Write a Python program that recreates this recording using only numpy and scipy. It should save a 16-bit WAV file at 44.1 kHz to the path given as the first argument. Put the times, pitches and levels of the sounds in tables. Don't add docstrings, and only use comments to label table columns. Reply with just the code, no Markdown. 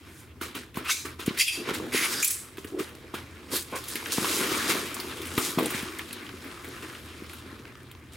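import sys
import numpy as np
from scipy import signal
from scipy.fft import rfft, irfft, next_fast_len
from scipy.io import wavfile
from scipy.ndimage import uniform_filter1d

SR = 44100
rng = np.random.default_rng(int(sys.argv[2]) if len(sys.argv) > 2 else 0)


def wav_record(signal):
    frames = np.transpose(np.atleast_2d(signal))
    bounded = np.clip(frames, -1, 1)
    quanta = np.round(bounded * 32767).astype(np.int16)
    wavfile.write(sys.argv[1], SR, quanta)


def field_ratio(decibels):
    return 10 ** (np.asarray(decibels, dtype=float) / 20)


N = 359856

# pitch_hz, level_db_per_hz
AIR = [(18, -60), (30, -23), (81, 1.5), (180, -12), (287, -5), (560, -24.5), (1190, -25), (2750, -52)]
# pitch_hz, width_hz, level_db
HUM = [(82.7, 3.9, -56.5), (125.6, 11.3, -59)]
# pitch_hz, likeness_0_to_1
LIKENESS = [(60, 0.93), (150, 0.84), (330, 0.98), (700, 0.82), (1500, 0.71), (4000, 0.68), (8000, 1),
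            (14000, 0.51)]
# time_s, left_minus_right_db
AIM = [(0, 0), (1.4, 0.2), (3.2, -0.5), (5.2, 1), (7.2, 0.5)]

# middle_s, scrape_db, slope_db_per_s, brightness_db, weight_on_tray_db
DRAGS = [(.1, -53, 34, -8.5, -6), (.915, -40, 302, 15, -2.5), (.98, -45.5, 114, 6, -6),
         (1.56, -39, 92, -8, -4), (1.693, -29.5, 205, -13, -5.5), (1.84, -46, 78, -24, 11.5),
         (2.14, -36.5, 61.5, 5, -3.5), (2.9, -61, 23, -2, 11), (3.35, -61.5, 15, -47, -2),
         (3.536, -37, 398, 1.5, 4), (3.566, -35.5, 505, 4.5, -3), (3.9, -50, 70, 3, -27),
         (4.27, -38.5, 43, 1, -1), (4.35, -33.5, 56, 6, -5), (4.44, -41.5, 60, -5, 6),
         (4.56, -32, 32, -0.5, -5), (4.703, -24, 239, -1, -6.5), (4.78, -36, 72, -0.5, -0.5),
         (5.1, -42.5, 6, -4, -1), (5.43, -38.5, 105, 8, 2.5), (5.475, -40.5, 152, 9, -3),
         (5.67, -56, 156, -2, -6), (5.75, -34, 67, -2, -6), (6.099, -49, 43, -4, 1.5),
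         (6.86, -47, 13, -4, -3), (7.45, -51.5, 24, -25, -0.5)]
# start_s, scrape_db, hold_s, brightness_db
GRABS = [(0.409, -37, 0.014, -2), (0.542, -41, 0.023, -3), (0.748, -41.5, 0.029, -7),
         (1.045, -41.5, 0.0085, -3), (1.188, -43, 0.021, -1.5), (1.261, -43.5, 0.14, -6),
         (1.38, -45.5, 0.018, 18), (1.731, -39, 0.022, 0), (1.93, -32, 0.11, 0), (2.192, -46, 0.095, 10.5),
         (2.581, -55, 0, 5), (2.666, -52.5, 0, 3), (2.785, -36.5, 0.0069, -3.5), (3.136, -40, 0.0042, -3.5),
         (3.7, -54, 0.01, 1.5), (3.512, -43.5, 0.064, 9.5), (3.749, -44.5, 0, 7), (3.872, -60, 0.089, 19),
         (4.113, -43.5, 0.014, 15), (4.166, -35.5, 0.087, -3), (5.373, -36.5, 0, -11),
         (5.574, -38.5, 0.05, -15), (6.428, -51, 0.073, -10), (6.64, -53, 0.077, -11),
         (6.82, -44.5, 0.0076, -7), (7.285, -59.5, 0.097, 6), (8.115, -53, .05, -2.5)]
RESTING_DB = -74, -84, -79
# pitch_hz, level_db_per_hz
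BOOM = [(59, -29), (100, -13.5), (210, -8.5), (306, 2), (360, -1.5), (605, -14), (850, -18), (1100, -61)]
# pitch_hz, level_db_per_hz
SCRAPE = [(470, -6), (800, -11.5), (1040, 8.5), (2230, 5.5), (2620, 3), (3580, -1.5), (4200, -7.5),
          (5460, -14.5)]
# pitch_hz, level_db_per_hz
HISS = [(2470, -16.5), (4200, -3), (7150, -4.5), (8790, -3.5), (12200, -6), (15100, -12), (16000, -13)]
# pitch_hz, width_hz, level_db
CELLS = [(930, 13, -13), (1032, 50, 0), (1450, 31, -10), (2105, 32, -7), (2330, 38, -3.5), (2730, 35, -1),
         (3203, 99, -4), (3530, 43, 2), (3830, 96, -1.5), (4830, 27, -0.5), (6630, 100, 1),
         (7180, 28, -9.5), (7440, 33, -7), (10300, 95, -5)]

# time_s, level_db
SQUEAKS = [
    [(.84, -47), (.865, -34), (.882, -39.5), (.897, -25), (.91, -32.5), (.93, -61)],
    [(.885, -63), (.9, -34.5), (.92, -30), (.93, -40), (1.0, -46.5), (1.07, -58)],
    [(1.368, -50), (1.38, -36.5), (1.407, -19), (1.429, -27), (1.436, -37), (1.47, -35), (1.5, -33.5),
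     (1.56, -35.5), (1.64, -49.5)],
    [(1.92, -39), (1.945, -31.5), (1.975, -27.5), (2.0, -34), (2.05, -28), (2.1, -52)],
    [(2.222, -38), (2.232, -21.5), (2.238, -25.5), (2.246, -30), (2.27, -38)],
    [(2.262, -46), (2.28, -27), (2.295, -36), (2.307, -27), (2.316, -29.5), (2.4, -41), (2.57, -69)],
    [(2.72, -35), (2.742, -30), (2.75, -22.5), (2.756, -33), (2.765, -30), (2.785, -25.5), (2.82, -29),
     (2.84, -46)],
    [(3.722, -37.5), (3.76, -33), (3.8, -52)],
    [(.08, -63), (.2, -52), (.3, -75)],
    [(1.568, -50), (1.578, -31.5), (1.6, -33), (1.615, -33.5), (1.65, -45)],
    [(1.465, -43), (1.478, -28), (1.485, -25), (1.497, -34), (1.51, -52)],
    [(2.06, -53), (2.12, -45), (2.2, -35), (2.23, -39)],
    [(1.385, -45), (1.405, -25), (1.415, -29), (1.425, -50)],
    [(3.5, -57), (3.53, -34.5), (3.555, -27), (3.58, -36), (3.62, -52)],
    [(1.255, -57), (1.275, -40), (1.295, -36.5), (1.315, -57)],
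    [(2.27, -45), (2.279, -26), (2.29, -45)],
]
# pitch_hz, width_hz, level_db
SKIN = [
    [(1250, 420, -3.5), (1830, 1700, -3), (2600, 130, -2.5)],
    [(2340, 170, -2), (4000, 400, 0.5), (5170, 330, -4), (6100, 360, -2.5), (6700, 530, 0.5),
     (7500, 2500, -1)],
    [(2380, 640, -11), (2680, 180, -3), (3260, 220, -8.5), (4810, 150, -7), (5390, 120, -14),
     (5830, 120, -15), (7040, 150, -12.5), (9310, 270, -13), (9900, 4500, -6), (4000, 2200, -6.5)],
    [(2090, 190, -14), (2290, 330, -11), (2100, 870, -1), (3570, 190, -13), (4790, 110, -12),
     (5570, 150, -14), (6600, 260, -12), (8100, 250, -24), (10500, 830, -6)],
    [(2500, 240, -5.5), (7400, 180, -0.5), (6300, 470, -14), (10900, 820, -11), (14100, 1900, -7)],
    [(7930, 330, -6.5), (8400, 200, -13), (9200, 250, -11), (8150, 5700, -2), (10500, 340, -6),
     (11500, 500, -17), (13600, 1200, -11), (2290, 470, -15)],
    [(352, 73, -4)],
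    [(426, 280, -1.5), (1070, 62, -2.5), (1480, 58, -7.5), (2220, 660, -8.5)],
    [(5000, 21000, 0.5)],
    [(345, 95, -4), (269, 130, -9)],
    [(3180, 170, -3.5), (2510, 310, -3), (5000, 250, -10), (9700, 2200, -3)],
    [(4770, 260, -2), (1520, 370, -4), (3440, 520, -3), (5400, 300, -6)],
    [(2200, 200, -0.5), (5810, 150, -9)],
    [(11500, 4500, 0), (4200, 1200, -6.5)],
    [(2200, 1700, -0.5)],
    [(10500, 500, 2), (11800, 500, -5)],
]
CLIMBS = [0.1, 0.25, 0.14, 0.0406, 0.019, 0.12, 0.096, 0.029, -0.011, 0.072, -0.15, -0.0091, .15, .01, .01,
          .08]

# start_s, peak_db, pitch_hz
KNOCKS = [(0.412, -25.5, 318), (0.548, -30.5, 303), (.77, -19, 220), (1.191, -28.5, 320), (1.688, -19, 363),
          (1.797, -23, 396), (3.137, -22.5, 320), (3.534, -27.5, 395), (3.726, -25.5, 269),
          (4.179, -14, 414), (4.75, -19, 320), (4.99, -26.5, 313), (5.043, -29, 320), (5.583, -10, 370),
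          (5.594, -17, 350), (5.606, -21, 330)]
# start_s, peak_db, pitch_hz
BUMPS = [(1.048, -27.5, 328), (1.276, -9, 269), (1.305, -21, 258), (1.708, -20.5, 380), (2.579, -26.5, 380),
         (2.799, -20, 345), (3.951, -26.5, 345), (1.943, -13.5, 413), (2.644, -26, 350), (5.375, -9.5, 298),
         (5.378, -23.5, 125), (5.579, -26, 125), (5.572, -12.5, 252), (5.622, -19, 443),
         (5.744, -23.5, 183), (5.827, -23.5, 223), (6.336, -28.5, 280), (7.218, -27, 245),
         (7.458, -34.5, 268), (7.524, -32.5, 248), (7.594, -35, 267), (5.66, -21, 450), (4.217, -21, 290),
         (4.408, -21.5, 280), (4.437, -25, 310), (4.515, -24, 310), (4.565, -24, 330), (4.18, -16.5, 240)]
# pitch_hz, level_db, share_of_ring_time
TRAY = [(122, 3.5, 0.95), (211.5, -2, 0.93), (270, 1.5, 0.45), (340, 3, 0.31), (396, 2.5, 0.43),
        (469, -12, 0.99)]
# pitch_hz, level_db, share_of_ring_time
BLOCK = [(682, -3.5, 0.95), (950, 3.5, 0.53), (1085, 5.5, 0.47), (1260, -2, 0.66), (1470, -5, 0.38)]

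# start_s, peak_db, pitch_hz
TAPS = [(0.412, -18, 1480), (0.551, -19.5, 2840), (0.743, -27, 2710), (0.77, -17.5, 1356),
        (0.846, -25, 1240), (1.054, -21, 1270), (1.197, -23, 1450), (1.262, -23, 2710), (1.374, -14, 2290),
        (1.741, -19, 1710), (1.925, -17, 1960), (2.571, -24.5, 1700), (2.645, -23.5, 1650),
        (2.7936, -19, 1340), (2.891, -29, 2730), (3.1419, -21, 1620), (3.7634, -21, 1400),
        (3.8827, -19, 11100), (5.378, -6.5, 1220), (5.5862, -11, 1050), (5.587, -21, 2500),
        (4.181, -21, 1010), (1.689, -25, 1090), (6.4417, -25.5, 1590), (7.332, -23.5, 1440)]
# start_s, peak_db, pitch_hz, brightness_db
SNAPS = [(2.227, -3.5, 7300, -26), (2.2445, -11.5, 11000, 2.5), (2.306, -13.5, 11000, -1),
         (3.8385, -22, 4070, -5.5), (3.955, -12.5, 2200, -18), (4.12, -14, 4270, -8.5),
         (4.714, -20, 2500, -1), (4.943, -18.5, 9100, -5), (4.9995, -14, 4650, -9), (5.09, -30, 5500, -8),
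         (5.2165, -20.5, 3400, -7.5), (5.269, -21.5, 9800, -15), (5.316, -22.5, 1390, -35),
         (5.545, -29, 12000, -11), (5.629, -23.5, 3000, -0.5), (5.7037, -13.5, 1130, -6),
         (5.826, -24, 1870, -7), (0.757, -32, 6000, 0), (3.494, -46, 9500, -15), (3.624, -26.5, 9000, 0),
         (3.901, -27, 11000, -5), (3.913, -24.5, 10000, -5), (4.039, -29, 11500, -8),
         (4.052, -29, 10500, -8), (4.068, -25, 12500, -7), (5.986, -25.5, 9000, -0.5),
         (6.129, -20, 4000, -10), (6.387, -36, 11000, -20), (6.6441, -23.5, 2000, -8),
         (6.686, -31, 10000, -3), (7.773, -39, 9000, -3), (7.832, -39, 10000, -3), (2.951, -34, 8920, -2),
         (7.9132, -27.5, 3300, -6), (1.261, -19, 10200, -7), (5.1704, -27, 3500, -8),
         (5.2533, -21, 3100, -6.5), (8.134, -31.5, 8000, -6)]
# start_s, peak_db, pitch_hz
TICKS = [(1.707, -13, 1300), (4.1, -20.5, 2300), (4.0584, -11.5, 1710), (4.626, -12, 2400),
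         (7.3, -29, 2500), (5.658, -6, 10000), (5.9929, -13.5, 1900), (6.108, -21.5, 2650),
         (6.128, -14, 10400), (6.2656, -22.5, 3040), (6.2913, -19.5, 1250), (4.107, -16, 3200),
         (7.653, -25, 1500), (7.7535, -26, 1220), (2.486, -30, 2000), (7.596, -32, 5800),
         (7.677, -36, 5000), (7.8037, -34, 5500), (7.528, -32, 1500), (8.3, -26, 1180), (7.3721, -31, 1450),
         (5.377, -11, 3300), (3.9555, -9, 11000), (5.5865, -11, 1000), (4.437, -17, 2400)]
# start_s, peak_db, pitch_hz
GRAINS = [(2.582, -31, 1070), (2.9504, -37.5, 1070), (3.037, -42, 1060), (3.0683, -40, 1060),
          (4.0264, -28, 1070), (4.2444, -17, 1040), (4.9664, -25, 1060), (5.171, -38, 1110),
          (6.2487, -34, 1200), (6.513, -32.5, 2400), (6.552, -36, 1680), (6.8244, -31, 1400),
          (6.9503, -30, 1900), (7.2744, -46, 1320), (7.296, -32, 2050), (7.423, -36.5, 1210),
          (7.5158, -36, 1210), (7.5965, -41, 1840), (7.6774, -45.5, 1070), (7.7228, -38, 1210),
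          (7.8037, -38.5, 1890), (7.9504, -36, 1120), (8.0711, -44, 2130)]


def rms_one(x):
    return x / np.sqrt(np.mean(x ** 2) + 1e-20)


def in_time(rows):
    s, *columns = np.transpose(rows)
    return [np.interp(np.arange(N) / SR, s, column) for column in columns]


def at_hz(points, hz):
    point_hz, value = np.array(points).T
    return np.interp(np.log(hz), np.log(point_hz), value)


def drift(rate_hz):
    r = np.exp(-40 * np.pi * rate_hz / SR)
    noise = rng.standard_normal(N // 20 + 2002)
    slow = signal.lfilter([1], [1, -2 * r, r * r], noise)[2000:]
    return np.interp(np.arange(N) / 20, np.arange(len(slow)), rms_one(slow))


def resonate(x, hz, width_hz):
    r = np.exp(-np.pi * width_hz / SR)
    feed = (1 - r * r) / 2 * np.array([1, 0, -1])
    back = [1, -2 * r * np.cos(2 * np.pi * hz / SR), r * r]
    return signal.lfilter(feed, back, x)


def slips(per_s, spread_db, smooth):
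    shape = (2, 2, N)
    trains, luck = np.zeros(shape), rng.random(shape)
    slip = luck < per_s / SR
    odds = luck[slip] * SR / per_s
    rarity = np.minimum(-np.log(np.abs(2 * odds - 1) + 1e-9), 5)
    trains[slip] = field_ratio(spread_db * rarity) * np.sign(odds - 0.5)
    bed = smooth * rng.standard_normal(shape) if smooth else 0
    return rms_one(trains) + bed


def coloured(drive, spectrum, patchy_db):
    together = 0.75 * drift(93.0) + 1.08 * drift(18.6)
    lowest, highest = spectrum[0][0], min(spectrum[-1][0], 17500) * 1.05
    edges = np.geomspace(lowest, highest, round(2.5 * np.log2(highest / lowest)) + 1)
    out = 0
    for k, (low, high) in enumerate(zip(edges, edges[1:])):
        band = signal.butter(2, [low, high], "band", fs=SR, output="sos")
        mid, side = signal.sosfilt(band, drive[k % 2])
        hz = np.sqrt(low * high)
        alike = np.clip(at_hz(LIKENESS, hz), 0, 0.995)
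        flicker_db = patchy_db * (0.45 * together + drift(10.7))
        gain = field_ratio(at_hz(spectrum, hz) + flicker_db)
        out = out + gain * (np.sqrt(1 + alike) * mid + np.sqrt(1 - alike) * side * [[1], [-1]])
    return rms_one(out)


def background():
    hum = 0
    for hz, width_hz, db in HUM:
        tone = resonate(resonate(rng.standard_normal(N), hz, width_hz), hz, width_hz)
        hum = hum + field_ratio(db) * rms_one(tone)
    air = field_ratio(-51.5) * coloured(rng.standard_normal((2, 2, N)), AIR, patchy_db=-0.8)
    mic_hiss = field_ratio(-65) * rng.standard_normal((2, N))
    return air + hum + mic_hiss


def strokes():
    t = np.arange(0, N / SR + 1 / 500, 1 / 500)[:, None]
    rise_db_s, fall_db_s = 1800, 143
    s, grab_db, hold, grab_bright_db = np.transpose(GRABS)
    top = s + 0.0079
    after_hold = np.maximum(t - top - np.maximum(hold, 0), 0)
    grab_below = np.maximum(rise_db_s * (top - t), fall_db_s * after_hold)
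    grab_weight_db = -7 - 1.1 * grab_bright_db
    middle, drag_db, slope, drag_bright_db, drag_weight_db = np.transpose(DRAGS)
    drag_below = slope * np.abs(t - middle)
    fade_speeds = (1, 1, 1.327)
    grab_tilts = (grab_weight_db, 0, grab_bright_db)
    drag_tilts = (drag_weight_db, 0, drag_bright_db)
    levels = []
    for rest_db, fades, grab_tilt_db, drag_tilt_db in zip(RESTING_DB, fade_speeds, grab_tilts, drag_tilts):
        grabs_db = grab_db + grab_tilt_db - fades * grab_below
        drags_db = drag_db + drag_tilt_db - fades * drag_below
        power = field_ratio(2 * rest_db) + field_ratio(2 * np.hstack([grabs_db, drags_db])).sum(axis=1)
        levels.append(np.interp(np.arange(N) / SR, t[:, 0], 10 * np.log10(power)))
    return levels


def rubbing(duck):
    boom_db, scrape_db, hiss_db = strokes()
    boom = coloured(slips(per_s=250, spread_db=1.5, smooth=0.92), BOOM, patchy_db=1.5)
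    pops = slips(per_s=51, spread_db=2.5, smooth=0)[0, 0] * rng.standard_normal((2, 2, 1))
    puffs = signal.lfilter([1], [1, -0.975], np.abs(pops))
    pops = rms_one(puffs * rng.standard_normal((2, 2, N)))
    hard_db = np.maximum(np.maximum(scrape_db, hiss_db) + 42.5, 0)
    beads = slips(per_s=2500, spread_db=3.0, smooth=0.65)
    beads = beads + 0.21 * pops * field_ratio(-1.1 * hard_db)
    cells = sum(field_ratio(db) * resonate(beads, hz, width_hz) for hz, width_hz, db in CELLS)
    beads = beads + field_ratio(-4) * cells
    scrape = coloured(beads, SCRAPE, patchy_db=2.0)
    hiss = coloured(beads, HISS, patchy_db=1.12)
    return duck * (field_ratio(boom_db) * boom + field_ratio(scrape_db) * scrape) + field_ratio(hiss_db) * hiss


def squeaks():
    out, chatter = np.zeros((2, N)), slips(per_s=4000, spread_db=-1.5, smooth=1.0)
    waver, flutter = 0.0204 * drift(40.7), [drift(23.0) for k in range(10)]
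    for rows, modes, climb in zip(SQUEAKS, SKIN, CLIMBS):
        start_s, end_s = rows[0][0], rows[-1][0]
        span = slice(round(start_s * SR), round(end_s * SR))
        steps = np.arange(span.stop - span.start)
        speed = 1 - climb * np.exp(-steps / SR / 0.016) + waver[span]
        read_at = np.cumsum(speed)
        effort_db = np.interp(start_s + steps / SR, *np.transpose(rows))
        for k, (hz, width_hz, db) in enumerate(modes):
            mid, side = chatter[k % 2, :, span]
            stereo = mid + 0.043 * side * [[1], [-1]]
            tone = rms_one(resonate(resonate(stereo, hz, width_hz), hz, 2 * width_hz))
            tone = np.array([np.interp(read_at, steps, ear) for ear in tone])
            out[:, span] += field_ratio(effort_db + db + 1.1 * flutter[k][span]) * tone
    return out


def knocks():
    out, t = np.zeros(N + SR), np.arange(SR // 3) / SR
    modes = np.array(TRAY + BLOCK)
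    hz, level_db, share = modes.T[:, :, None]
    on_block = (np.arange(len(modes)) >= len(TRAY))[:, None]
    knock_hardness_db, bump_hardness_db = -6, -26
    blows = [(*row, knock_hardness_db) for row in KNOCKS] + [(*row, bump_hardness_db) for row in BUMPS]
    luck = rng.standard_normal((len(blows), 2, len(modes), 1))
    dull = np.vstack([signal.butter(6, 520, fs=SR, output="sos"),
                      signal.butter(2, 80, "high", fs=SR, output="sos")])
    onset = np.sin(np.pi / 2 * np.minimum(t / 0.0047, 1)) ** 2
    for (s, peak_db, home_hz, hard_db), (tune, vary) in zip(blows, luck):
        t60 = 0.18 * (home_hz / 320) ** 0.87 * (2 - 0.15 * (peak_db + 34.5))
        off_spot_db = -16 * np.abs(np.log2(hz / home_hz))
        place_db = np.where(on_block, hard_db - 3.5, off_spot_db)
        dying = field_ratio(level_db + place_db + 1.4 * vary - 60 * t / (max(t60, 0.02) * share))
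        rings = dying * np.cos(2 * np.pi * hz * (1 + 0.037 * tune) * (t - 0.004)) * onset
        tray, block = rings[:len(TRAY)].sum(axis=0), rings[len(TRAY):].sum(axis=0)
        wave = signal.sosfilt(dull, tray) + block
        at = round(s * SR)
        out[at:at + len(t)] += field_ratio(peak_db - 2.0) * wave / np.abs(wave).max()
    return out[:N]


def skin(x, hz):
    low_hz = min(hz, 2500)
    knock = resonate(resonate(x, low_hz, 2800), low_hz, 4800)
    return resonate(x, hz, 0.22 * hz) + 0.39 * knock


def snaps():
    out, t = np.zeros((2, N + SR)), np.arange(SR // 7) / SR
    tap_t60_s, snap_t60_s, tick_t60_s = 0.11, 0.08, 0.04
    tap_bright_db, tick_bright_db, grain_bright_db = -9, -21, -25
    cracks = [(*row, tap_bright_db, tap_t60_s) for row in TAPS]
    cracks += [(*row, snap_t60_s) for row in SNAPS]
    cracks += [(*row, tick_bright_db, tick_t60_s) for row in TICKS]
    cracks += [(s, db + 8.5, hz, grain_bright_db, tick_t60_s) for s, db, hz in GRAINS]
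    luck = rng.standard_normal((len(cracks), 2, len(t)))
    treble = signal.butter(2, 4500, "high", fs=SR, output="sos")
    for (s, peak_db, hz, bright_db, t60), (mid, side) in zip(cracks, luck):
        t60 = t60 * field_ratio(min(peak_db + 21, 0))
        dying = field_ratio(-60 * t / max(t60, 0.008)) + 0.92 * field_ratio(-60 * t / 0.0075)
        shape = dying * (1 - np.exp(-t / 0.00033))
        burst = (mid + 0.23 * side * [[1], [-1]]) * shape
        burst[:, 8] += field_ratio(10.5) * (t60 < tick_t60_s)
        ring, answer = skin(burst, hz), skin(t == 0, hz)
        ring = ring * np.sqrt(np.sum(shape ** 2) * np.sum(answer ** 2) / np.sum(ring[0] ** 2))
        spray = signal.sosfilt(treble, burst) * (1 - np.exp(-t / 0.00094))
        crack = field_ratio(bright_db + 7.5) * spray + 2.6 * ring * np.sqrt(2500 / hz)
        at = round(s * SR)
        out[:, at:at + len(t)] += field_ratio(peak_db - 14.0) * crack
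    return out[:, :N]


def room(x):
    t60_s, wall_cut_hz = 0.23, 5600
    size = next_fast_len(N + SR)
    w = 2 * np.pi * np.arange(size // 2 + 1) / size
    dull = 1 / (1 + 1j * w * SR / (2 * np.pi * wall_cut_hz)) ** 0.32
    thin = 1j * w / (1j * w + 2 * np.pi * 500 / SR)
    spectrum, out = rfft(x, size) * thin * thin, np.zeros((2, size // 2 + 1), complex)
    for k, lag in enumerate(rng.uniform(0.009, 0.027, 12) * SR):
        loop = field_ratio(-60 * lag / SR / t60_s) * dull * np.exp(-1j * w * lag)
        out[k % 2] += (-1) ** (k // 2) * loop / (1 - loop)
    return irfft(out * spectrum, size)[:, :N]


def ducking(loud):
    from_db, slope, release_db_s = -29, 0.75, 37
    level_db = 10 * np.log10(uniform_filter1d(np.mean(loud ** 2, axis=0), 441) + 1e-12)
    ramp = release_db_s * np.arange(N) / SR
    held_db = np.maximum.accumulate(level_db + ramp) - ramp
    return field_ratio(-slope * uniform_filter1d(np.maximum(held_db - from_db, 0), 441))


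def scene():
    squeal = squeaks()
    struck = knocks() + squeal + snaps()
    echo = field_ratio(-14) * room(struck.mean(axis=0))
    foam = struck + rubbing(ducking(squeal) ** 1.7) + echo
    aim = field_ratio(in_time(AIM)[0] / 2 * [[1], [-1]])
    return foam * aim + ducking(foam) * background()


def low_pass(x):
    return signal.sosfilt(signal.butter(12, 16810, fs=SR, output="sos"), x)


def record(dry):
    rounded = 0.6 * np.tanh(dry / 0.6)
    steep = signal.ellip(11, 0.5, 80, 15900, fs=SR, output="sos")
    mix = signal.sosfilt(steep, rounded)
    return low_pass(mix)


dry = scene()
out = record(dry)
wav_record(out)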